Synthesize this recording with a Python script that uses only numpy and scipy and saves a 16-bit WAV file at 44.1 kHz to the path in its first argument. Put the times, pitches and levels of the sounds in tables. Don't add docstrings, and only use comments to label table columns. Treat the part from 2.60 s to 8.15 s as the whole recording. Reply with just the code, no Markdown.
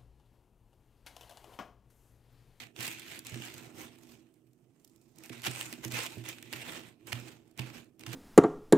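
import sys
import numpy as np
from scipy import signal
from scipy.fft import rfft, irfft, next_fast_len
from scipy.io import wavfile
from scipy.ndimage import map_coordinates

SR = 44100
rng = np.random.default_rng(int(sys.argv[2]) if len(sys.argv) > 2 else 0)


def wav_record(signal):
    frames = np.transpose(np.atleast_2d(signal))
    bounded = np.clip(frames, -1, 1)
    quanta = np.round(bounded * 32767).astype(np.int16)
    wavfile.write(sys.argv[1], SR, quanta)


def gain_from_db(level_db):
    decades = np.asarray(level_db, float) / 20
    return 10 ** decades


N = 244755
STEP = 32
SIDES = np.array([[1], [-1]])

# f/Hz, level/dB [dB per Hz]
RATTLE_SPECTRUM = [(260, -34), (450, -27.5), (492, -40), (625, -41), (748, -38), (1300, -36.5),
                   (1470, -12.5), (2510, -6.5), (4430, -15.5), (8290, -12.5), (10100, -26), (15100, -12.5),
                   (16000, -50)]


def rattle(level_db, bright_db, dull_db, pan_db):
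    impacts = contacts(1800 * gain_from_db(3.0 * drift(60)), spread_db=3.5)
    scrape, body, shell = 0, 0, 0
    for hz in np.geomspace(480, 15300, 24):
        near = impacts * (rng.random(N) < .5) + 0.22 * rng.standard_normal(N)
        far = near * rng.choice([-1, 1], N)
        resonance = signal.butter(2, [hz / 1.09, hz * 1.09], "band", fs=SR, output="sos")
        tone = rms_one(signal.sosfilt(resonance, pair(near, far, hz)))
        tone = tone * gain_from_db(2.1 * drift(11))
        tone = tone * gain_from_db(at_hz(RATTLE_SPECTRUM, hz)) * np.sqrt(hz)
        tone = tone * panned(1.67 * np.log2(hz / 3000))
        low, high = np.clip(np.log2([1500 / hz, hz / 3600]) / .6, 0, 1)
        scrape = scrape + low * tone
        body = body + (1 - low - high) * tone
        shell = shell + high * tone
    mixed = rms_one(body)
    mixed = mixed + gain_from_db(bright_db - 5.5) * rms_one(shell)
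    mixed = mixed + gain_from_db(dull_db - 7.0) * rms_one(scrape)
    return gain_from_db(level_db - 0.5 + 1.65 * drift(19)) * panned(pan_db) * mixed


# start t/s, stop t/s, start level/dB, stop level/dB, hardness/dB
GATHER_STROKES = [(0.0, 0.049, -45, -58, -0.5), (0.172, 0.254, -54, -39.5, 3),
                  (0.264, 0.439, -44.5, -51.5, 1), (0.464, 0.555, -53.5, -45.5, 1),
                  (0.656, 0.84, -53.5, -51, 3), (0.853, 1.14, -51, -65, 4.5),
                  (1.143, 1.209, -64.5, -53.5, 5), (1.235, 1.36, -57, -70.5, 3),
                  (1.388, 1.533, -70.5, -65, 8.5), (1.543, 1.79, -70.5, -89.5, 5.5),
                  (2.203, 2.557, -86.5, -87.5, 15.5)]
SMOOTHING_STROKES = [(2.554, 2.661, -74.5, -58.5, 7), (2.732, 2.789, -47.5, -57.5, 1.5),
                     (2.835, 2.864, -50, -39, 3.5), (2.893, 2.998, -60.5, -45, 5),
                     (3.023, 3.139, -47, -54.5, 5.5), (3.12, 3.217, -66, -58, 4),
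                     (3.242, 3.285, -47.5, -59, 7.5), (3.313, 3.372, -48.5, -40, 4.5),
                     (3.381, 3.613, -41.5, -58.5, 3.5), (3.65, 3.697, -50, -45.5, 3.5),
                     (3.763, 3.915, -62.5, -58.5, 2), (3.923, 4.163, -51, -44.5, 1),
                     (4.194, 4.279, -60.5, -58.5, 0), (4.398, 4.44, -81.5, -73, 3.5),
                     (4.476, 4.524, -54.5, -55.5, 5), (4.546, 4.733, -50.5, -59.5, 2),
                     (4.79, 4.92, -77, -80, 3), (4.986, 5.092, -53.5, -53.5, -0.8),
                     (5.138, 5.177, -54.5, -54, 2.2), (5.404, 5.45, -62, -62.5, 1.5),
                     (5.467, 5.547, -55.5, -50, 3)]
# t/s, weight on the table/dB, left-right level/dB
HANDS = [(0, -1.5, -6), (.15, 1.5, -8), (.3, -5.5, -4), (.66, -0.5, -6), (.8, -1.5, -4.5), (1.1, 6.5, -4.5),
         (1.5, 1.5, -7.5), (1.8, 1.5, -7.5), (2.5, 3.5, -9), (2.85, -1, -6), (3.15, 1.5, -4),
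         (3.5, 0.5, -6), (3.9, 0.5, -6), (4.14, 3, -5.5), (4.44, 4, -8.5), (4.7, 3.5, -6.5),
         (5.2, 3.5, -7.5), (5.55, 4.5, -6)]


def handling():
    still_db, still_hard_db = -88, 8
    shake_s = 0.031
    t = np.arange(0, N + STEP, STEP) / SR
    hand_s, weight, place = np.transpose(HANDS)
    weight_db, pan_db = np.interp(t, hand_s, weight), np.interp(t, hand_s, place)
    power = gain_from_db(still_db) ** 2
    hard = power * still_hard_db
    for *shape, hard_db in [*GATHER_STROKES, *SMOOTHING_STROKES]:
        stroke = swell(*shape)
        power = power + stroke
        hard = hard + stroke * hard_db
    level_db = 10 * np.log10(power)
    bright_db = hard / power
    dull_db = -3.5 + 0.45 * bright_db + 0.89 * weight_db
    mean_stroke_db = -52.5
    shake = gain_from_db(-53.5 + 0.45 * (level_db - mean_stroke_db) + weight_db) ** 2
    for s, low_db, upper_db, _ in THUMPS:
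        shake = shake + gain_from_db(low_db + 0.31 * upper_db - 16.5) ** 2 * swell(s, s + shake_s, 0, 0)
    return [smooth(c) for c in (level_db, bright_db, dull_db, pan_db, 10 * np.log10(shake))]


def swell(start, stop, first_db, last_db):
    start_db_per_s, settle_db_per_s = 909, 260
    t = np.arange(0, N + STEP, STEP) / SR
    slide_db = np.interp(t, [start, max(stop, start + .005)], [first_db, last_db])
    onset_db = start_db_per_s * np.maximum(start - t, 0)
    settle_db = settle_db_per_s * np.maximum(t - stop, 0)
    return gain_from_db(slide_db - onset_db - settle_db) ** 2


# t/s, shell peak level/dB, body level/dB, length/ms
KNOCKS = [(.0272, -58, -41.5, 1.2), (.162, -49, -42.5, 3.1), (.1968, -39, -39.5, 8.7),
          (.2044, -23, -35.5, 17), (.2262, -23, -38.5, 10), (.2667, -20.5, -49, 5.4),
          (2.694, -33, -42.5, 5), (2.8189, -26, -45, 1.9), (2.833, -39, -39, 3), (2.8404, -43, -34.5, 3.2),
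          (2.8486, -42, -29.5, 2.5), (2.8634, -26, -23.5, 6.8), (2.8797, -35, -32.5, 4.1),
          (2.9494, -32, -36.5, 2.9), (3.011, -15.5, -25.5, 1.35), (3.1264, -22, -35, 3.5),
          (3.3126, -34, -36, 2.9), (3.3204, -19, -35, 2.7), (3.3608, -40, -41, 9.9),
          (3.4618, -24, -34, 5.7), (3.6616, -49, -37, 1.4), (3.9264, -23.5, -34.5, 6.3),
          (3.933, -36, -33, 4.5), (4.5196, -43, -31, 4.8), (4.5284, -51, -23.5, 1.8),
          (4.983, -44, -45, 8.1), (4.9918, -35, -31, 4.5), (5.436, -47, -38.5, 1.4),
          (5.4635, -29, -33, 3.4), (5.5296, -28, -35.5, 5.1)]
# t/s, shell peak level/dB, body level/dB, left-right level/dB
TICKS = [(0.278, -18, -34, -5), (0.3264, -29.5, -49, -10), (0.3957, -28, -49, -10), (0.521, -35, -48, -2),
         (0.5908, -20, -62, -3.5), (0.6484, -31, -57, -3), (0.668, -21, -62, 0), (0.696, -30, -52, 2),
         (0.7416, -32, -36.5, -6), (0.851, -25.5, -51, -1), (0.94, -31, -46, -11), (0.98, -26.5, -50, -7),
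         (2.585, -33, -76, -4), (2.636, -30.5, -49, -3), (2.659, -31.5, -51, 1), (2.912, -21, -62, -5),
         (2.9763, -40, -56, 3), (3.7834, -44, -42.5, -5), (3.2482, -15.5, -40, -3),
         (3.2804, -26, -49, -5.5), (3.434, -22, -50, -10), (3.582, -35, -52, -6), (3.639, -40, -48, -7),
         (3.688, -16, -59, -4), (3.8259, -27.5, -44, -8), (4.4702, -27.5, -47, -5), (4.976, -31, -49, -5),
         (5.244, -46, -86, -7), (5.394, -33, -59, -10), (5.408, -35, -45, -5)]
# t/s, shell peak level/dB, left-right level/dB
SWINGS = [(1.1658, -47, 1), (1.4331, -42.5, 1), (1.5346, -57, -6), (1.739, -53, -4), (1.931, -53, -1),
          (2.197, -58, -9), (2.2458, -41, -13), (2.2753, -47.5, -10), (2.2957, -49, -5.5),
          (2.36, -49.5, -15), (2.413, -50, -5), (2.4394, -60, -8.5), (2.558, -49.5, -15),
          (4.8773, -58, -14), (4.91, -55, -16)]


def every_click():
    tick_ms, swing_ms, swing_body_db = 3.16, 6.7, -37
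    hand_s, _, place = np.transpose(HANDS)
    knocks = [(s, shell, body, np.interp(s, hand_s, place), ms) for s, shell, body, ms in KNOCKS]
    ticks = [(*row, tick_ms) for row in TICKS]
    swings = [(s, shell, shell + swing_body_db, pan, swing_ms) for s, shell, pan in SWINGS]
    return knocks + ticks + swings


# f/Hz, level/dB, T60/s
BEAD_MODES = [(880, -5, 0.0048), (1630, -35, 0.0057), (2090, 4.5, 0.0017), (2730, -14.5, 0.0045),
              (3610, -57, 0.00092)]


def bead_clicks():
    t = np.arange(1300) / SR
    clicks = every_click()
    cracks = rng.standard_normal((len(clicks), 2, 2, len(t)))
    out = np.zeros((2, 2, N + len(t)))
    for (s, shell_db, body_db, pan_db, ms), (near, far) in zip(clicks, cracks):
        for part, level_db in enumerate([body_db, shell_db]):
            length = np.clip(ms, .4, 9) / 1000 * [.55, .25][part]
            shape = t / length * np.exp(1 - t / length)
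            spiky = near[part] * np.abs(near[part]) ** 1.6
            spiky = spiky * np.sqrt(np.sum(shape ** 2) / np.sum((shape * spiky) ** 2))
            wave = shape * pair(spiky, spiky * np.sign(far[part]), [2500, 9000][part])
            out[part, :, round(s * SR):][:, :len(t)] += gain_from_db(level_db) * panned(pan_db) * wave
    push = np.diff(out[0], prepend=0)
    body = sum(gain_from_db(db) * ring(push, hz, t60) for hz, db, t60 in BEAD_MODES)
    shell = signal.sosfilt(signal.butter(2, 4000, "high", fs=SR, output="sos"), out[1])
    shell = shell + gain_from_db(-20) * ring(shell, 8300, .002)
    return (gain_from_db(-5.5) * body + gain_from_db(-13.5) * shell)[:, :N]


# t/s, peak level/dB, upper modes level/dB, ring share left by the hand [0-1]
THUMPS = [(0.186, -37, -2.5, 0.63), (0.277, -37, 4, 0.21), (0.721, -28.5, -23, 1), (0.756, -47, 13, 0.68),
          (0.8, -40.5, 8, 0.26), (1.006, -63, 20, 0.97), (1.19, -67, 16, 0.89), (2.7, -36.5, 2, 0.56),
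          (2.873, -28.5, -1.5, 0.54), (3.124, -58, 20, 1), (3.18, -52, 12, 0.8), (3.252, -27.5, -6, 0.62),
          (3.325, -34.5, -2, 0.97), (3.568, -31.5, -4.5, 0.97), (3.938, -33, -6, 0.71),
          (4.167, -60, -1, 0.23), (4.527, -25.5, -31, 0.63), (4.992, -21.5, -21, 0.52),
          (5.397, -50.5, -3, 1), (5.473, -28.5, -22, 0.73), (5.536, -28.5, -12.5, 0.73)]
# f/Hz, level/dB, T60/s, left-right level/dB
TABLE_MODES = [(121.9, -2, 0.42, -9), (158.6, -3, 0.078, -14), (242.7, -2.5, 0.2, -11),
               (327, -1, 0.19, -10.5), (378.5, -7.5, 0.13, -12.5), (415, -13.5, 0.063, -17.5),
               (660, -8, 0.032, -11)]


def table(rumble_db):
    rub_db_per_octave = 2.5
    t = np.arange(SR // 2) / SR
    luck = rng.standard_normal((len(THUMPS), 2, len(TABLE_MODES)))
    out = np.zeros((2, N + len(t)))
    for k, (hz, level_db, t60, pan_db) in enumerate(TABLE_MODES):
        for (s, low_db, upper_db, free), (size, pitch) in zip(THUMPS, luck):
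            rise = np.sin(np.pi / 2 * np.minimum(t * hz / 1.5, 1)) ** 2
            decay = np.exp(-np.log(1000) * t / (t60 * np.clip(free, .2, 2)))
            wave = rise * np.sin(2 * np.pi * hz * (1 + .02 * pitch[k]) * t) * decay
            gain_db = low_db + (k > 1) * (upper_db + 1.4 * size[k]) + level_db - 5.5
            out[:, round(s * SR):][:, :len(t)] += panned(pan_db) * gain_from_db(gain_db) * wave
        rub = rng.standard_normal((2, N)) * gain_from_db(rumble_db + 1.6 * drift(7))
        rub_db = level_db - 30 + rub_db_per_octave * np.log2(hz / 240)
        out[:, :N] += panned(pan_db) * gain_from_db(rub_db) * ring(pair(*rub, hz), hz, 0.52 * t60)
    return out[:, :N]


def room(x):
    size = next_fast_len(N + SR)
    hz = np.arange(size // 2 + 1) * SR / size
    t60 = 0.2 / (1 + hz / 7000)
    echo = np.zeros((2, len(hz)), complex)
    for k, lag in enumerate(rng.uniform(0.0033, 0.018, 12)):
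        loop = np.exp(-np.log(1000) * lag / t60 - 2j * np.pi * hz * lag)
        echo[k % 2] += loop / (1 - loop) * (-1) ** (k // 2)
    return irfft(rfft(x.mean(axis=0), size) * echo, size)[:, :N]


# f/Hz, level/dB
ROOM_TONE = [(18, -31), (30, 13), (90, -40), (134, 16.5), (194, -17), (233, 11), (319, 10.5), (600, -10),
             (801, -17), (1100, -10), (4530, -43.5), (8520, -19), (16000, -24)]


def room_tone():
    room_db = -62.5
    out, edges = 0, 30 * 2 ** np.arange(0, 9.6, .5)
    white = rng.standard_normal((2, 2, N))
    for k, (low, high) in enumerate(zip(edges, edges[1:])):
        half_octave = signal.butter(2, [low, min(high, 19000)], "band", fs=SR, output="sos")
        band = signal.sosfilt(half_octave, white[k % 2])
        hz = np.sqrt(low * high)
        out = out + gain_from_db(at_hz(ROOM_TONE, hz)) * pair(*band, hz) * panned(-9.0 if hz < 600 else -3.0)
    return gain_from_db(room_db - 9.5) * rms_one(out)


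# f/Hz, left-right correlation [0-1]
LIKENESS = [(60, 0.77), (180, 0.88), (550, 0.68), (1650, 0.24), (4970, 0.15), (15000, 0.48)]


def pair(mid, side, hz):
    alike = np.clip(at_hz(LIKENESS, hz) + 0.1, 0, .99)
    return (np.sqrt(1 + alike) * mid + np.sqrt(1 - alike) * side * SIDES) / np.sqrt(2)


def panned(pan_db):
    return gain_from_db(SIDES * np.asarray(pan_db) / 2)


def contacts(per_s, spread_db):
    sizes = gain_from_db(spread_db * np.minimum(rng.exponential(1, N), 5)) * rng.choice([-1, 1], N)
    return sizes * (rng.random(N) < per_s / SR)


def ring(clicks, hz, t60):
    r, w = np.exp(-np.log(1000) / (t60 * SR)), 2 * np.pi * hz / SR
    return signal.lfilter([0, np.sin(w)], [1, -2 * r * np.cos(w), r * r], clicks + 1e-18)


def drift(rate):
    r = np.exp(-2 * np.pi * rate * STEP / SR)
    noise = rng.standard_normal((N + SR) // STEP + 2)
    slow = signal.lfilter([1], [1, -2 * r, r * r], noise)
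    return rms_one(smooth(slow[SR // STEP:]))


def smooth(steps):
    return np.interp(np.arange(N) / STEP, np.arange(len(steps)), steps)


def at_hz(points, hz):
    f, value = np.transpose(points)
    return np.interp(np.log(hz), np.log(f), value)


def rms_one(x):
    return x / np.sqrt(np.mean(x ** 2) + 1e-20)


def scene():
    level_db, bright_db, dull_db, pan_db, rumble_db = handling()
    beads = rattle(level_db, bright_db, dull_db, pan_db) + bead_clicks()
    beads[0] = map_coordinates(beads[0], [np.arange(N) - .6], order=3)
    near = beads + gain_from_db(-19) * room(beads) + table(rumble_db)
    return signal.sosfilt(signal.butter(2, 75, "high", fs=SR, output="sos"), near) + room_tone()


def top_cut(x):
    return signal.sosfilt(signal.butter(12, 17000, fs=SR, output="sos"), x)


def record(dry):
    rounded = .25 * np.tanh(dry / .25)
    cut = signal.sosfilt(signal.cheby2(10, 50, 16600, fs=SR, output="sos"), rounded)
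    return top_cut(cut)


dry = scene()
out = record(dry)
wav_record(out)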